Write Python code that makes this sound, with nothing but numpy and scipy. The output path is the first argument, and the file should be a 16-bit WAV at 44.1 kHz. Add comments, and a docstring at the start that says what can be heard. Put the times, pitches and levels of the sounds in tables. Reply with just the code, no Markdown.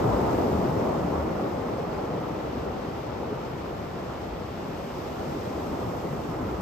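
"""Surf on a wide sandy beach, heard in stereo from the dry sand through a phone's two microphones.
It opens on a heavy wave at full roar, a touch to the left, which dies away while trapped air thuds and gulps.
After four seconds a lighter wave spills from the right, and near the end a third starts to break on the left.
Rumble, roar and foam fizz are shaped clouds of random pops that follow the waves; the thuds are short wobbly tones.
A thin sheet of water washes the sand all along, over a steady deep murmur of distant surf."""
import sys
import numpy as np
from scipy import signal
from scipy.fft import rfft, irfft, next_fast_len
from scipy.io import wavfile

SR = 44100
rng = np.random.default_rng(int(sys.argv[2]) if len(sys.argv) > 2 else 0)


def unload_audio(sound):
    """Save the sound as a 16-bit wav file, at the path given as the first command line argument."""
    columns = np.transpose(np.atleast_2d(sound))
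    # keep every value between -1 and 1, then stretch to whole-number steps
    steps = np.round(np.clip(columns, -1, 1) * 32767)
    wavfile.write(sys.argv[1], SR, steps.astype(np.int16))


N = 291501
TIME = np.arange(N) / SR  # seconds
SIZE = next_fast_len(N, True)
FREQS = np.maximum(np.arange(SIZE // 2 + 1) * SR / SIZE, 1)  # Hz

# The waves. Each row: start of the spill in seconds, time to break fully in seconds, time at full strength
# in seconds, weight of water in dB, spray in dB, left minus right in dB.
WAVES = [(-1.12, 0.52, 0.72, 0.5, 0.2, 0.2), (4, 1.7, 0.42, -9.6, -3.7, -1.3),
         (6.5, 0.36, 0.3, -7.4, -2.2, 1.2)]
# Stretches of the front that fall in and swell the roar. Each row: peak in seconds, length in seconds,
# bubble pitch in Hz, lift in dB.
COLLAPSES = [(0.196, .5, 1150, 2.4), (.38, 0.67, 2200, 2), (.41, 0.054, 700, 1.5), (.58, .7, 290, 1.8),
             (0.893, .12, 700, 2.2), (1.072, .26, 220, 0), (1.68, 0.44, 420, 1), (1.988, .05, 800, 2.5),
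             (2.2, .5, 170, 2.5), (2.6, .7, 270, 1.8), (3.3, 0.69, 340, 1.8), (4.683, .4, 300, 2.6),
             (5.21, 0.054, 750, 4.5), (5.34, .16, 290, 1.5), (5.475, 0.063, 600, 3), (5.68, 0.58, 290, 3.4),
             (5.8, 0.61, 900, 2.4), (6.15, .3, 290, 3), (6.44, 0.61, 320, 2.6), (6.55, 0.53, 1200, 4.5)]
# Pockets of trapped air. Each row: peak in seconds, length in seconds, pitch in Hz, level in dB.
THUDS = [(0.076, 0.075, 124, -28), (0.14, .05, 608, -29.5), (.15, .2, 59.3, -32), (.339, 0.048, 324, -29),
         (.559, .14, 77.8, -32), (0.7, 0.068, 140.3, -28), (.708, .06, 225.6, -30), (0.897, .06, 366, -32),
         (1.056, 0.086, 172, -30), (1.112, .07, 291, -29.5), (1.2, 0.22, 72, -36.5), (1.203, .05, 587, -33),
         (1.676, 0.055, 230, -37), (2.128, 0.075, 145, -33), (2.177, 0.081, 173, -33.5),
         (2.64, .45, 68, -43), (3.092, 0.087, 118, -37), (3.325, .06, 393, -38), (3.357, .08, 129, -36.5),
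         (4.325, .1, 58, -38), (4.49, .1, 68, -39), (5.28, .07, 135, -39), (5.355, 0.076, 291, -34.5),
         (5.56, .06, 318, -34), (5.57, 0.23, 72, -41.5), (5.6, .06, 301, -34.5), (5.702, .08, 226, -34.5),
         (5.852, .08, 124.4, -34.5), (6.059, .08, 182.4, -36), (6.137, .08, 151, -34),
         (6.298, 0.065, 145, -36.5), (6.423, .08, 237, -32), (6.453, 0.084, 97, -34.5), (6.54, .2, 66, -40),
         (6.535, 0.067, 361.6, -33.5)]
# Level of the thin sheet of water on the sand. Each row: time in seconds, level in dB.
SHEET_LEVEL = [(0, -47), (1.4, -49.6), (2.8, -48.5), (3.85, -49.3), (4.9, -48.5), (5.4, -48.2),
               (6.05, -50.4), (6.61, -49.6)]

# Colour of the roar from the tumbling front. Each row: frequency in Hz, level in dB.
ROAR_COLOUR = [(110, -25.5), (180, -4.5), (260, -1.87), (400, -0.6), (560, -2), (800, -3.5), (1000, -8),
               (1300, -12.5), (1550, -20.5), (2000, -24), (3000, -37), (5000, -50.5)]
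# Colour of the rumble from big air clouds. Each row: frequency in Hz, level in dB.
RUMBLE_COLOUR = [(20, -36), (40, -19), (60, -3.5), (90, -1.3), (150, .5), (190, -1), (260, -6),
                 (450, -26.5)]
# Colour of the wash over the sand. Each row: frequency in Hz, level in dB.
WASH_COLOUR = [(700, -18), (1300, 2), (2000, -1.8), (2900, -3.5), (4000, -8), (5300, -11), (7000, -17.5),
               (10000, -79)]
# Colour of the bursting foam. Each row: frequency in Hz, level in dB.
FIZZ_COLOUR = [(2500, -20), (5000, -3.5), (7000, 0), (8500, -.3), (9400, -4), (10700, -5.5), (12200, 0),
               (13200, -1.5), (14200, -4.5), (15600, -12)]
# Colour of the distant surf. Each row: frequency in Hz, level in dB.
FAR_SURF_COLOUR = [(25, -21), (40, -5), (60, -4.5), (80, -2.5), (130, -14.5)]

# How alike the two microphones hear the surf. Each row: frequency in Hz, likeness from 0 to 1,
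# phase by which the left leads in radians.
MICROPHONE_PAIR = [(29.57, 0.82, 0), (130, 0.97, 0.1), (230, 0.91, 0.21), (350, 0.81, 0.16),
                   (566, 0.45, 0.82), (756, 0.01, 1.47), (1310, 0.6, -0.5), (1600, 0.1, -1.2),
                   (2500, 0.56, 0.4), (3230, 0.16, 1.25), (4500, 0.43, 1.07), (6000, 0, 0),
                   (7440, 0.6, -0.5), (8540, 0, 0.2), (8910, 1, -2.5), (10920, 1, -3.5), (12200, 1, -5.5),
                   (14000, 1, -6)]
# The two inlets ring differently. Each row: frequency in Hz, left minus right in dB.
INLETS = [(60, 2), (220, 2.5), (420, 0.5), (1000, 0), (1550, -1), (2000, -1.5), (2900, 6), (4000, 6.5),
          (5400, 13.5), (7000, 5.5), (9000, -0.5)]

# Each kind of water: level for a wave of 0 dB, level of the unrest between waves, fade after a wave.
ROAR_DB, ROAR_REST_DB, ROAR_FADE_DB_PER_S = -24.8, -36.8, 3.8
RUMBLE_DB, RUMBLE_REST_DB, RUMBLE_FADE_DB_PER_S = -30.4, -39.5, 10.5
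FIZZ_DB, FIZZ_REST_DB, FIZZ_FADE_DB_PER_S = -57, -63, 8

RUMBLE_LAG_S = 0.52  # air clouds form this long after the crest falls
FIZZ_LINGER_S = 0.42  # foam holds on this much longer before it fades
SPRAY_LEAD = 0.77  # spray peaks after this share of the time that a wave takes to break
TUMBLE_DB, TUMBLES_PER_S = 0.27, 14  # the whole front lurches as it rolls
COLLAPSE_OCTAVES = 0.56  # spread of bubble pitches in a collapse
# Heavy water sounds darker than a thin spill; the commonest bubble pitch is higher in a strong wave.
THIN_TILT_DB, HEAVY_TILT_DB = 1.47, -0.78  # per octave
STRONG_WAVE_BUBBLE_HZ, WEAK_WAVE_BUBBLE_HZ = 452, 285
# The wash hisses higher under fresh foam than under old foam.
FRESH_TILT_DB, OLD_TILT_DB = 0.9, -2  # per octave
WASH_FLICKER_DB, FIZZ_FLICKER_DB = .4, .55
THROB_WOBBLE, THROB_WOBBLES_PER_S = 0.0704, 70  # share of a pocket's pitch, and how often it turns
TOP_HZ = 15000


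def roar():
    """Bubbles in the tumbling front roar, darker in heavy water and swelling where the front falls in."""
    fronts = surges(ROAR_FADE_DB_PER_S)
    power = fronts.sum(axis=0)
    tilt_db = THIN_TILT_DB + (HEAVY_TILT_DB - THIN_TILT_DB) * np.sqrt(power)
    common_hz = WEAK_WAVE_BUBBLE_HZ * (STRONG_WAVE_BUBBLE_HZ / WEAK_WAVE_BUBBLE_HZ) ** power

    def emphasis(hz):
        """Lift in dB from the tilt, a broad hump at the commonest bubble pitch, and the collapses."""
        tilt = tilt_db * np.log2(hz / 450)
        hump = 2.0 * np.exp(-(np.log2(hz / common_hz) / 0.89) ** 2)
        return tilt + hump + collapses(hz)

    bubbling = bubbles(ROAR_COLOUR, per_s=5000, scatter_db=3.0, flicker_db=1.0, flicker_rate=36,
                       emphasis=emphasis)
    tumbling = undb(TUMBLE_DB * walk(TUMBLES_PER_S))
    return bubbling * tumbling * strength(fronts, ROAR_DB, ROAR_REST_DB)


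def collapses(hz):
    """Lift in dB of the bubbles near hz as stretches of the front fall in."""
    lift_db = 0
    for s, length, pitch_hz, db in COLLAPSES:
        nearness = np.exp(-(np.log2(hz / pitch_hz) / COLLAPSE_OCTAVES) ** 2)
        lift_db = lift_db + db * swell(s, length) * nearness
    return lift_db


def rumble():
    """Whole clouds of air pulse slowly and rumble a little after each crest falls."""
    clouds = surges(RUMBLE_FADE_DB_PER_S, lag_s=RUMBLE_LAG_S)
    pulsing = bubbles(RUMBLE_COLOUR, per_s=4000, scatter_db=1.5, flicker_db=1.0, flicker_rate=9)
    return pulsing * strength(clouds, RUMBLE_DB, RUMBLE_REST_DB)


def thuds():
    """Pockets of trapped air swell and throb for a few uneven cycles: large ones thud, smaller ones gulp."""
    out = np.zeros(N)
    for s, length, hz, db in THUDS:
        wobble = 1 + THROB_WOBBLE * walk(THROB_WOBBLES_PER_S)
        turns = np.cumsum(hz * wobble) / SR
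        now = abs(TIME - s) < length / 2
        throb = np.sqrt(2) * np.sin(2 * np.pi * turns[now])
        out[now] += undb(db) * swell(s, length)[now] * throb
    return out


def swash():
    """The wash and the fizz on top of it flicker together in patches."""
    foam = surges(FIZZ_FADE_DB_PER_S, linger_s=FIZZ_LINGER_S, spray=True)
    patches_db = .3 * walk(22)
    return (wash(foam) + fizz(foam)) * undb(patches_db)


def wash(foam):
    """A thin sheet of water runs over the sand, and its hiss is brighter while the foam is fresh."""
    level_db, = over_time(SHEET_LEVEL)
    tilt_db = OLD_TILT_DB + (FRESH_TILT_DB - OLD_TILT_DB) * np.sqrt(foam.sum(axis=0))
    hiss = bubbles(WASH_COLOUR, per_s=14000, scatter_db=2.5, flicker_db=WASH_FLICKER_DB, flicker_rate=30,
                   emphasis=lambda hz: tilt_db * np.log2(hz / 2500))
    return hiss * undb(level_db)


def fizz(foam):
    """Tiny foam bubbles burst, most of them after a wave has thrown up its spray."""
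    bursts = bubbles(FIZZ_COLOUR, per_s=30000, scatter_db=3.5, flicker_db=FIZZ_FLICKER_DB, flicker_rate=18)
    return bursts * strength(foam, FIZZ_DB, FIZZ_REST_DB)


def far_surf():
    """Distant breakers along the coast merge into a steady deep murmur."""
    murmur = bubbles(FAR_SURF_COLOUR, per_s=4400, scatter_db=2.5, flicker_db=0.8, flicker_rate=3.5)
    return murmur * undb(-48.5)


def surges(fade_db_per_s, lag_s=0, linger_s=0, spray=False):
    """Power of each wave over time as it builds, holds and dies away; spray peaks before the heavy water."""
    rows = []
    for s, rise, hold, water_db, spray_db, _ in WAVES:
        rise, db = (rise * SPRAY_LEAD, spray_db) if spray else (rise, water_db)
        age_s = TIME - s - lag_s
        build = np.sin(np.pi / 2 * np.clip(age_s / rise, 0, 1)) ** 2
        spent_s = np.maximum(age_s - rise - hold - linger_s, 0)
        rows.append((build * undb(db - fade_db_per_s * spent_s)) ** 2)
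    return np.array(rows)


def strength(waves, full_db, rest_db):
    """Gain of one kind of water: the waves add their power to the unrest between them."""
    return np.sqrt(waves.sum(axis=0) * undb(full_db) ** 2 + undb(rest_db) ** 2)


def bubbles(colour, per_s, scatter_db, flicker_db, flicker_rate, emphasis=lambda hz: 0):
    """Two unrelated views of a bubble cloud: uneven pops ring in half-octave bands that each surge alone."""
    happens = rng.random((2, N)) < min(per_s / SR, 1)
    sign = rng.choice([-1, 1], (2, N))
    size = undb(scatter_db * rng.standard_normal((2, N)))
    rings = rfft(happens * sign * size, SIZE) * undb(over_pitch(colour)[0])
    low, high = colour[0][0], colour[-1][0]
    out = np.zeros((2, N))
    for hz in 1000 * 2 ** (np.arange(-12, 9) / 2):
        surge_db = flicker_db * walk(flicker_rate)
        if low / np.sqrt(2) < hz < high * np.sqrt(2):
            band = np.maximum(1 - 2 * abs(np.log2(FREQS / hz)), 0)
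            ringing = irfft(rings * band, SIZE)[:, :N]
            out += ringing * undb(surge_db + emphasis(hz))
    return unit(out)


def at_ports(pair):
    """The long shore reaches both microphones alike in the bass and by differing paths higher up."""
    likeness, lead = over_pitch(MICROPHONE_PAIR)
    likeness = np.clip(likeness, 0, 1)
    shares = np.sqrt([(1 + likeness) / 2, (1 - likeness) / 2])
    common, apart = rfft(pair, SIZE) * shares
    left = common + apart
    right = (common - apart) * np.exp(-1j * lead)
    return irfft(np.array([left, right]), SIZE)[:, :N]


def swell(s, length):
    """A smooth rise and fall that peaks at s."""
    return np.cos(np.pi * np.clip((TIME - s) / length, -.5, .5)) ** 2


def walk(rate):
    """A random wander along straight lines between about rate points a second; spread near 1."""
    steps = rng.standard_normal(1024)
    return np.interp(TIME * rate + 1, np.arange(len(steps)), steps) * np.sqrt(3 / 2)


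def undb(db):
    """Decibels to gain."""
    return 10 ** (np.asarray(db) / 20)


def unit(x):
    """Scale to an rms (average strength) of 1."""
    return x / np.sqrt(np.mean(x ** 2))


def over_time(table):
    """Each column of a curve at every sample."""
    s, *columns = np.transpose(table)
    return [np.interp(TIME, s, c) for c in columns]


def over_pitch(table):
    """Each column of a spectrum at every frequency."""
    hz, *columns = np.transpose(table)
    return [np.interp(np.log(FREQS), np.log(hz), c) for c in columns]


def scene():
    """Each wave roars from its own side, over the rumble, the swash, the far surf and the thuds."""
    fronts = surges(ROAR_FADE_DB_PER_S)
    sides_db = np.array(WAVES)[:, -1]
    rest_power = undb(ROAR_REST_DB - ROAR_DB) ** 2
    pan_db = sides_db @ fronts / (fronts.sum(axis=0) + rest_power)
    panned_roar = at_ports(roar()) * undb(np.array([pan_db, -pan_db]) / 2)
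    surroundings = at_ports(rumble() + swash() + far_surf())
    return panned_roar + surroundings + thuds()


def record(dry):
    """Each inlet colours its channel; the phone cuts the top."""
    inlet_db, = over_pitch(INLETS)
    inlet_gains = undb(np.array([inlet_db, -inlet_db]) / 2)
    coloured = irfft(rfft(dry, SIZE) * inlet_gains, SIZE)[:, :N]
    top_cut = signal.ellip(8, .2, 70, TOP_HZ, fs=SR, output="sos")
    return signal.sosfilt(top_cut, coloured)


dry = scene()
out = record(dry)
unload_audio(out)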